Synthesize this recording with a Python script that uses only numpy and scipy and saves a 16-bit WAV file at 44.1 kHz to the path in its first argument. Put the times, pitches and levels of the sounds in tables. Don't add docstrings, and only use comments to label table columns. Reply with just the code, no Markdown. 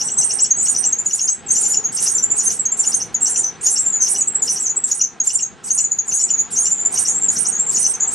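import sys
import numpy as np
from scipy import signal
from scipy.fft import rfft, irfft, next_fast_len
from scipy.io import wavfile
from scipy.ndimage import uniform_filter1d, minimum_filter1d, map_coordinates

SR = 44100
rng = np.random.default_rng(int(sys.argv[2]) if len(sys.argv) > 2 else 0)


def file_out(sig):
    cols = np.atleast_2d(sig).T
    lim = np.clip(cols, -1, 1)
    pcm = np.round(lim * 32767).astype(np.int16)
    wavfile.write(sys.argv[1], SR, pcm)


def gain_from_decibels(decibels):
    exponent = np.asarray(decibels, float) / 20
    return 10 ** exponent


N = 358974


def peeps():
    # start_s, length_s, pitch_hz, level_db
    stray_peeps = [(0.053, .022, 7650, -21.5), (0.107, 0.041, 7645, -22.5), (0.177, 0.015, 6180, -18.5),
                   (.563, 0.037, 7650, -24), (0.854, .038, 7450, -17.5), (1.294, .063, 7770, -25.5),
                   (1.461, .022, 7460, -28.5), (2.177, .02, 5920, -19.5), (2.588, .028, 7610, -20),
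                   (3.364, .02, 6225, -24.5), (3.682, .018, 6160, -21), (4.018, 0.022, 5915, -17.5),
                   (4.17, 0.041, 7660, -22), (4.599, .026, 7600, -20.5), (4.633, .016, 6950, -20),
                   (4.657, 0.019, 6110, -17.5), (5.008, .016, 6720, -21), (5.03, 0.019, 6136, -18.5),
                   (5.398, .036, 7380, -23), (5.781, 0.028, 7245, -23.5), (6.077, .016, 7020, -20.5),
                   (6.14, .03, 7815, -24), (6.21, .041, 7780, -19.5), (6.327, .024, 6800, -19.5),
                   (6.392, 0.026, 6940, -23.5), (6.523, .026, 7105, -24), (6.975, 0.011, 6130, -19.5),
                   (7.074, .032, 7135, -21.5), (7.936, .018, 6190, -24), (8.004, .042, 7100, -19)]
    notes = trill_notes()
    notes += [(s, length, hz, -250, db) for s, length, hz, db in stray_peeps]
    track = np.zeros(N + SR)
    for s, length, mid_hz, glide_hz, db in notes:
        size = round((length + 0.016) * SR)
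        hook = 800 * np.exp(-np.arange(size) / (0.00323 * SR))
        sag = 100 - 300 * np.linspace(-1, 1, size) ** 2
        hz = mid_hz + glide_hz * np.linspace(-.5, .5, size) + hook + sag
        octave_db = -33.5 - .008 * max(mid_hz - 6700, 0)
        tone = whistle(hz, 80, 3.2, 0.26, 241.3, octave_db=octave_db)
        add(track, s - .001, gain_from_decibels(db + 0.5) * puff(size, 0.35, 1.4) * tone)
    voice = track[:N]
    air = unit(filtered(rng.standard_normal(N), lambda hz: np.exp(-((hz - 10820) / 1100) ** 2)))
    loudness = uniform_filter1d(abs(voice), size=1500)
    return voice + gain_from_decibels(-33.5 + 5 * wobble(25, N)) * air * loudness


def trill_notes():
    # first_note_s, last_note_s, crest_hz, last_note_hz, level_db
    trills = [(0.506, 0.741, 6930, 5945, -19.5), (.923, 1.276, 6933, 6330, -15.5),
              (1.484, 1.84, 7130, 6535, -18.5), (2.078, 2.454, 7233, 6310, -16.5),
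              (2.653, 2.938, 7230, 6265, -15.5), (3.143, 3.43, 7520, 6060, -19),
              (3.638, 3.996, 7500, 6335, -17.5), (4.208, 4.493, 7600, 5820, -15.5),
              (4.693, 4.913, 7530, 6665, -16), (5.201, 5.423, 7250, 6525, -15.5),
              (5.703, 5.986, 6910, 6610, -14.5), (6.108, 6.369, 6940, 6760, -19),
              (6.563, 6.85, 7200, 6970, -17.5), (7.067, 7.283, 7440, 6710, -18.5),
              (7.516, 7.814, 7420, 6025, -19), (8.0, 8.074, 7485, 7490, -18.5)]
    # start_s, change_db
    accents = [(.507, 8), (.744, -7), (1.134, 1.5), (1.201, -3), (1.277, -1), (1.766, 4), (1.84, 2),
               (2.794, 3), (3.144, 4), (3.21, 2), (3.279, -4), (3.358, 0), (3.698, -5.5), (4.838, 1.5),
               (4.915, 1), (5.202, 2), (5.761, -4.5), (6.226, 3), (6.294, 5), (6.775, -2), (6.848, 3.5),
               (7.146, -1.5), (7.284, 7), (7.513, -1.5), (8.074, 2.5)]
    pace_s, hurry_s = .073, .009
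    accent_s, accent_db = np.transpose(accents)
    rows = []
    for first, last, crest_hz, last_hz, db in trills:
        count = round((last - first) / pace_s)
        second = last - (last - first + hurry_s) * (count - 1) / count
        s = np.append(first, np.linspace(second, last, count))
        droop = (crest_hz - last_hz) * np.linspace(0, 1, count) ** 2.5
        opener_hz = 6514 + .45 * (crest_hz - 7200)
        hz = np.append(opener_hz, crest_hz - droop)
        level = db + (abs(s[:, None] - accent_s) < pace_s / 3) @ accent_db
        usual_s = np.append(.021, np.full(count, 0.0311))
        length = np.clip(usual_s - 0.07 * (level + 16.5), .01, .06)
        glide_hz = min(1.12 * (7500 - crest_hz), 424)
        rows += zip(s, length, hz, np.full(count + 1, glide_hz), level)
    return rows


def squeals():
    # start_s, length_s, pitch_hz, level_db
    arches = [(0.174, .037, 7890, -13), (.236, .046, 8380, -15), (0.286, 0.031, 8175, -21.5),
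              (0.334, .04, 8450, -16), (0.414, 0.028, 7600, -11.5), (0.625, .045, 7910, -16.5),
              (0.688, 0.04, 8610, -17), (0.781, .027, 8550, -16.5), (1.515, .021, 8065, -18),
              (1.927, .038, 8230, -21.5), (2.008, 0.044, 8820, -21), (2.1, .042, 8670, -25.5),
              (2.369, 0.02, 8160, -17.5), (2.429, 0.031, 8810, -22), (2.776, .032, 8350, -24.5),
              (2.853, .04, 9000, -26), (2.944, .028, 8690, -19.5), (3.273, 0.052, 8800, -24),
              (3.369, .045, 8420, -20.5), (4.085, .046, 8780, -17.5), (4.182, .016, 8020, -23),
              (5.342, 0.039, 8000, -28), (5.807, .016, 7760, -19.5), (6.583, .056, 8900, -21),
              (6.982, .051, 8700, -18.5), (7.066, 0.058, 8200, -23.5), (7.385, .037, 8720, -17),
              (7.474, .032, 8310, -16), (7.782, .046, 8700, -18), (7.864, .057, 8270, -18)]
    # start_s, level_db
    breaks = [
        (2.441, -21),
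        (3.705, -22),
        (4.099, -24),
        (4.503, -23.5),
        (5.727, -33),
        (6.139, -24.5),
        (7.398, -25),
        (7.789, -36),
    ]
    track = np.zeros(N + SR)
    rasp_s, _, air_db = np.transpose(rasp_rows())
    notes = [(s, length, hz, 351, db) for s, length, hz, db in arches]
    notes += [(s, .03, 9590, -120, db) for s, db in breaks]
    for s, length, hz, climb_hz, db in notes:
        strain_db = np.clip(np.interp(s, rasp_s, air_db) - db + 3, -14, 3)
        squeal = arch(hz - climb_hz / 2, hz + climb_hz / 2, length + 0.02, 0.1, strain_db)
        add(track, s - .01, gain_from_decibels(db - 2.0) * squeal)
    return track[:N]


def rasps():
    # share_of_rasp, pitch_hz
    rasp_rise = [(0, 6095), (0.33, 5591), (0.62, 6147), (1, 7580)]
    # frequency_hz, level_db
    breath = [(4000, -19.5), (5200, -10), (6300, 0.5), (9000, -12.5), (11500, -8), (13000, -25.5),
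              (15500, -41.5)]
    track, effort = np.zeros(N + SR), np.zeros(N + SR)
    size, short = round(.045 * SR), round(0.029 * SR)
    share, rise_hz = np.transpose(rasp_rise)
    hz = np.interp(np.linspace(0, 1, size), share, rise_hz)
    for s, db, air_db in rasp_rows():
        rasp = whistle(hz, 200, 4.5, .45, 350, octave_db=-27)
        add(track, s - .012, gain_from_decibels(db - 5) * puff(size, .5, 1) * rasp)
        grunt = whistle(hz[:short] / 2, 59, 7.6, 0.54, 205)
        grunt = grunt + gain_from_decibels(-5.5) * whistle(hz[:short] * .77, 150, 1.9, 0.24, 300)
        add(track, s - .006, gain_from_decibels(-42.0 + 0.1 * (db + 15.0)) * puff(short, 0.55, 3.7) * grunt)
        add(track, s - .06, gain_from_decibels(air_db - 4) * arch(*rng.normal((7900, 8400), 150), .058, hoarse=.1))
        add(track, s + .02, gain_from_decibels(air_db - 2) * arch(*rng.normal((8400, 8600), 150), .065, hoarse=.1))
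        add(effort, s - .065, gain_from_decibels(air_db - 13.5) * puff(round(.15 * SR), .45, 1.3))
    hiss = unit(filtered(rng.standard_normal(N), lambda hz: gain_from_decibels(along(breath, hz))))
    return track[:N] + effort[:N] * hiss * gain_from_decibels(4 * wobble(60, N))


def rasp_rows():
    # first_s, last_s, first_db, last_db, last_air_db
    bouts = [(.0044, .0817, -14, -19, -51.5), (.216, .3885, -14, -16.5, -51), (0.445, .4454, -19, -21, -63),
             (0.6616, .833, -16.5, -15, -61), (1.104, 1.277, -21.5, -22, -48),
             (1.5597, 1.737, -14.5, -19, -57), (1.9786, 2.0647, -13.5, -12.5, -21.5),
             (2.404, 2.4954, -20, -18.5, -24), (2.8382, 3.0061, -19.5, -17.5, -50),
             (3.262, 3.3518, -13.5, -19, -31.5), (3.669, 3.7626, -17, -15.5, -28.5),
             (4.065, 4.153, -15, -18, -26.5), (4.4756, 4.567, -15.5, -17, -25.5),
             (4.9095, 5.002, -21.5, -13, -61), (5.2949, 5.3869, -19, -22, -53),
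             (5.6952, 5.7862, -24.5, -17.5, -49), (6.111, 6.2913, -27, -17, -63),
             (6.5615, 6.6583, -16, -16.5, -33), (6.9665, 7.0564, -15, -14.5, -31),
             (7.361, 7.453, -16.5, -16, -39), (7.7617, 7.8511, -15.5, -15, -26.5),
             (8.17, 8.17, -16, -16, -19.5)]
    # time_s, air_db
    strain = [(0, -27), (.216, -38), (.7, -26), (1.12, -28.5), (1.56, -21.5), (2.45, -25), (3.26, -25.5),
              (3.67, -20.5), (4.5, -24), (4.9, -25.5), (5.7, -23), (6.15, -32.5), (6.56, -25), (7, -20),
              (8, -21.5)]
    rows = []
    for first, last, first_db, last_db, last_air_db in bouts:
        count = round((last - first) / .088) + 1
        s = np.linspace(first, last, count)
        air_db = np.append(np.interp(s[:-1], *np.transpose(strain)), last_air_db)
        rows += zip(s, np.linspace(first_db, last_db, count), air_db)
    return rows


def arch(start_hz, end_hz, length, hoarse, strain_db=0):
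    spacing_hz, pairs_db = 921, [-13, -21.5, -26.5]
    size = round(length * SR)
    u = np.linspace(-1, 1, size)
    hz = np.linspace(start_hz, end_hz, size) + 250 - 250 * u ** 2 - 1300 * u ** 4 - 300 * u ** 3
    beat = 2 * np.pi * np.cumsum(spacing_hz + 90 * wobble(150, size)) / SR
    pairs = 0
    for k, db in enumerate(pairs_db, start=1):
        level = gain_from_decibels(db + strain_db + 6.75 * wobble(90, size))
        pairs = pairs + 2 * level * np.cos(k * beat + k * k)
    return puff(size, .5, .75) * whistle(hz, 60, 3, hoarse, 300) * (1 + pairs)


def whistle(hz, waver_hz, flutter_db, hoarse, rate, octave_db=-60):
    size = len(hz)
    phase = 2 * np.pi * (np.cumsum(hz + waver_hz * wobble(rate, size)) / SR + rng.random())
    smear = wobble(1481, size) * np.sin(phase) + wobble(1508, size) * np.cos(phase)
    tone = np.sin(phase) + hoarse * smear + gain_from_decibels(octave_db) * np.sin(2 * phase)
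    return unit(gain_from_decibels(flutter_db * wobble(rate, size)) * tone)


def puff(size, peak_at, sharp):
    u = np.linspace(0, 1, size) ** (np.log(.5) / np.log(np.clip(peak_at, .1, .9)))
    return unit(np.sin(np.pi * u) ** sharp)


def box(x, early_t60, late_t60, late_db):
    t = np.arange(SR // 3) / SR
    decay = gain_from_decibels(-60 * t / early_t60) + gain_from_decibels(late_db - 60 * t / late_t60)
    tail = rng.standard_normal((2, len(t))) * decay * (t > .002)
    return signal.fftconvolve(x[None], tail / np.linalg.norm(tail[0]), axes=1)[:, :N]


def ports(hz):
    # frequency_hz, level_db
    left_over_right = [(7500, 1), (8300, 0), (8900, -20.5), (9600, -5.5), (10800, 0), (13500, 6.5),
                       (14700, -19.5)]
    # frequency_hz, phase_radians
    left_lead = [(6700, 0), (7400, -.45), (8400, -2.2), (9050, .3), (9650, .8), (10900, 1.2), (12000, 3)]
    left = gain_from_decibels(along(left_over_right, hz))
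    lead = np.exp(.5j * along(left_lead, hz) * np.clip((hz - 5500) / 1200, 0, 1))
    return np.array([left * lead, 1 / lead]) * np.sqrt(2 / (1 + left ** 2))


def outdoors():
    # time_s, level_db
    rumble = [(0, -40), (.9, -39.5), (1.2, -44), (1.55, -39.5), (4.4, -40), (5.3, -45.5), (6.3, -42),
              (6.9, -38.5), (8.14, -38.5)]
    # frequency_hz, level_db_per_hz
    colour = [(25, -16), (45, -5), (200, 1.5), (470, -1), (580, -9.5), (800, 0), (1000, -6.5), (1500, -5.5),
              (2400, -11), (5200, -20.5), (8500, -23.5), (17000, -120)]
    # frequency_hz, left_right_likeness
    alike = [(30, -1.12), (130, 0.19), (290, 1), (640, 0.51), (1400, 0.99), (2500, 0.97)]
    z = signal.stft(rng.standard_normal((2, N)), nperseg=512)[2]
    patches = uniform_filter1d(rng.standard_normal(z.shape[1:]), 8, axis=0)
    patches = uniform_filter1d(patches, 10, axis=1)
    pair = signal.istft(z * gain_from_decibels(1.64 * unit(patches)), nperseg=512)[1][:, :N]

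    def spread(hz):
        turn = np.arccos(np.clip(along(alike, hz), -1, 1)) / 2
        return gain_from_decibels(along(colour, hz)) * [np.cos(turn), np.sin(turn)]

    mid, side = filtered(pair, spread)
    s, db = np.transpose(rumble)
    level = gain_from_decibels(np.interp(np.arange(N) / SR, s, db) + 2.0 + 0.37 * wobble(5, N))
    return level * unit(np.array([mid + side, mid - side]))


def thinned(x, treble_db, middle_db):
    hz, _, z = signal.stft(x, SR, nperseg=1024)
    edges = np.geomspace(3000, 16000, num=22)
    band = np.digitize(hz, edges)
    power = np.array([(abs(z[:, band == b]) ** 2).mean(axis=(0, 1)) for b in range(band.max() + 1)])
    luck = gain_from_decibels(4.5 * rng.standard_normal(power.shape))
    under = gain_from_decibels(2 * np.where(hz > 8300, treble_db, middle_db))[:, None]
    heard = (power * luck)[band] > power.max(axis=0) * under
    keep = heard | (hz < 3000)[:, None]
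    return signal.istft(z * keep, SR, nperseg=1024)[1][:, :N]


def unit(x):
    return x / np.sqrt(np.mean(x ** 2) + 1e-20)


def along(points, hz):
    f, v = np.transpose(points)
    return np.interp(np.log(hz + 1), np.log(f + 1), v)


def wobble(rate, size):
    knots = rng.standard_normal(int(size * min(2 * rate, 2000) / SR) + 8)
    curve = map_coordinates(knots, [np.arange(size) * rate / SR], prefilter=False)
    return np.clip(np.sqrt(2) * curve, -2, 2)


def filtered(x, response):
    m = next_fast_len(N + SR // 2)
    return irfft(rfft(x, m) * response(np.fft.rfftfreq(m, 1 / SR)), m)[..., :N]


def add(track, s, sound):
    at = round(s * SR)
    track[max(at, 0):][:len(sound) + min(at, 0)] += sound[max(-at, 0):]


def scene():
    chicks = peeps() + squeals() + rasps()
    tail = box(chicks, early_t60=0.035, late_t60=0.2, late_db=-3)
    tail = filtered(tail, lambda hz: 1 / (1 + (hz / 14000) ** 4))
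    apart = filtered(tail[1], lambda hz: np.clip((hz - 4500) / 3000, 0, 1))
    wet = gain_from_decibels(-5.5) * (tail[0] + gain_from_decibels(-1.5) * apart * np.array([[1], [-1]]))
    return filtered(chicks + wet, ports) + outdoors()


def top_cut(x):
    return signal.sosfilt(signal.butter(12, 15570, fs=SR, output="sos"), x)


def record(dry):
    buzz_hz = 299.06
    thin = thinned(dry, treble_db=-40, middle_db=-47.5)

    def hum_filter(hz):
        turn = np.exp(-2j * np.pi * hz / buzz_hz)
        return 0.79 * (1 - 0.94 * turn) / (1 - 0.63 * turn)

    clean = filtered(thin, hum_filter)
    needed = np.minimum(1, .78 / (abs(clean).max(axis=0) + 1e-9))
    gain = uniform_filter1d(minimum_filter1d(needed, size=265), size=133)
    return top_cut(clean * gain)


dry = scene()
out = record(dry)
file_out(out)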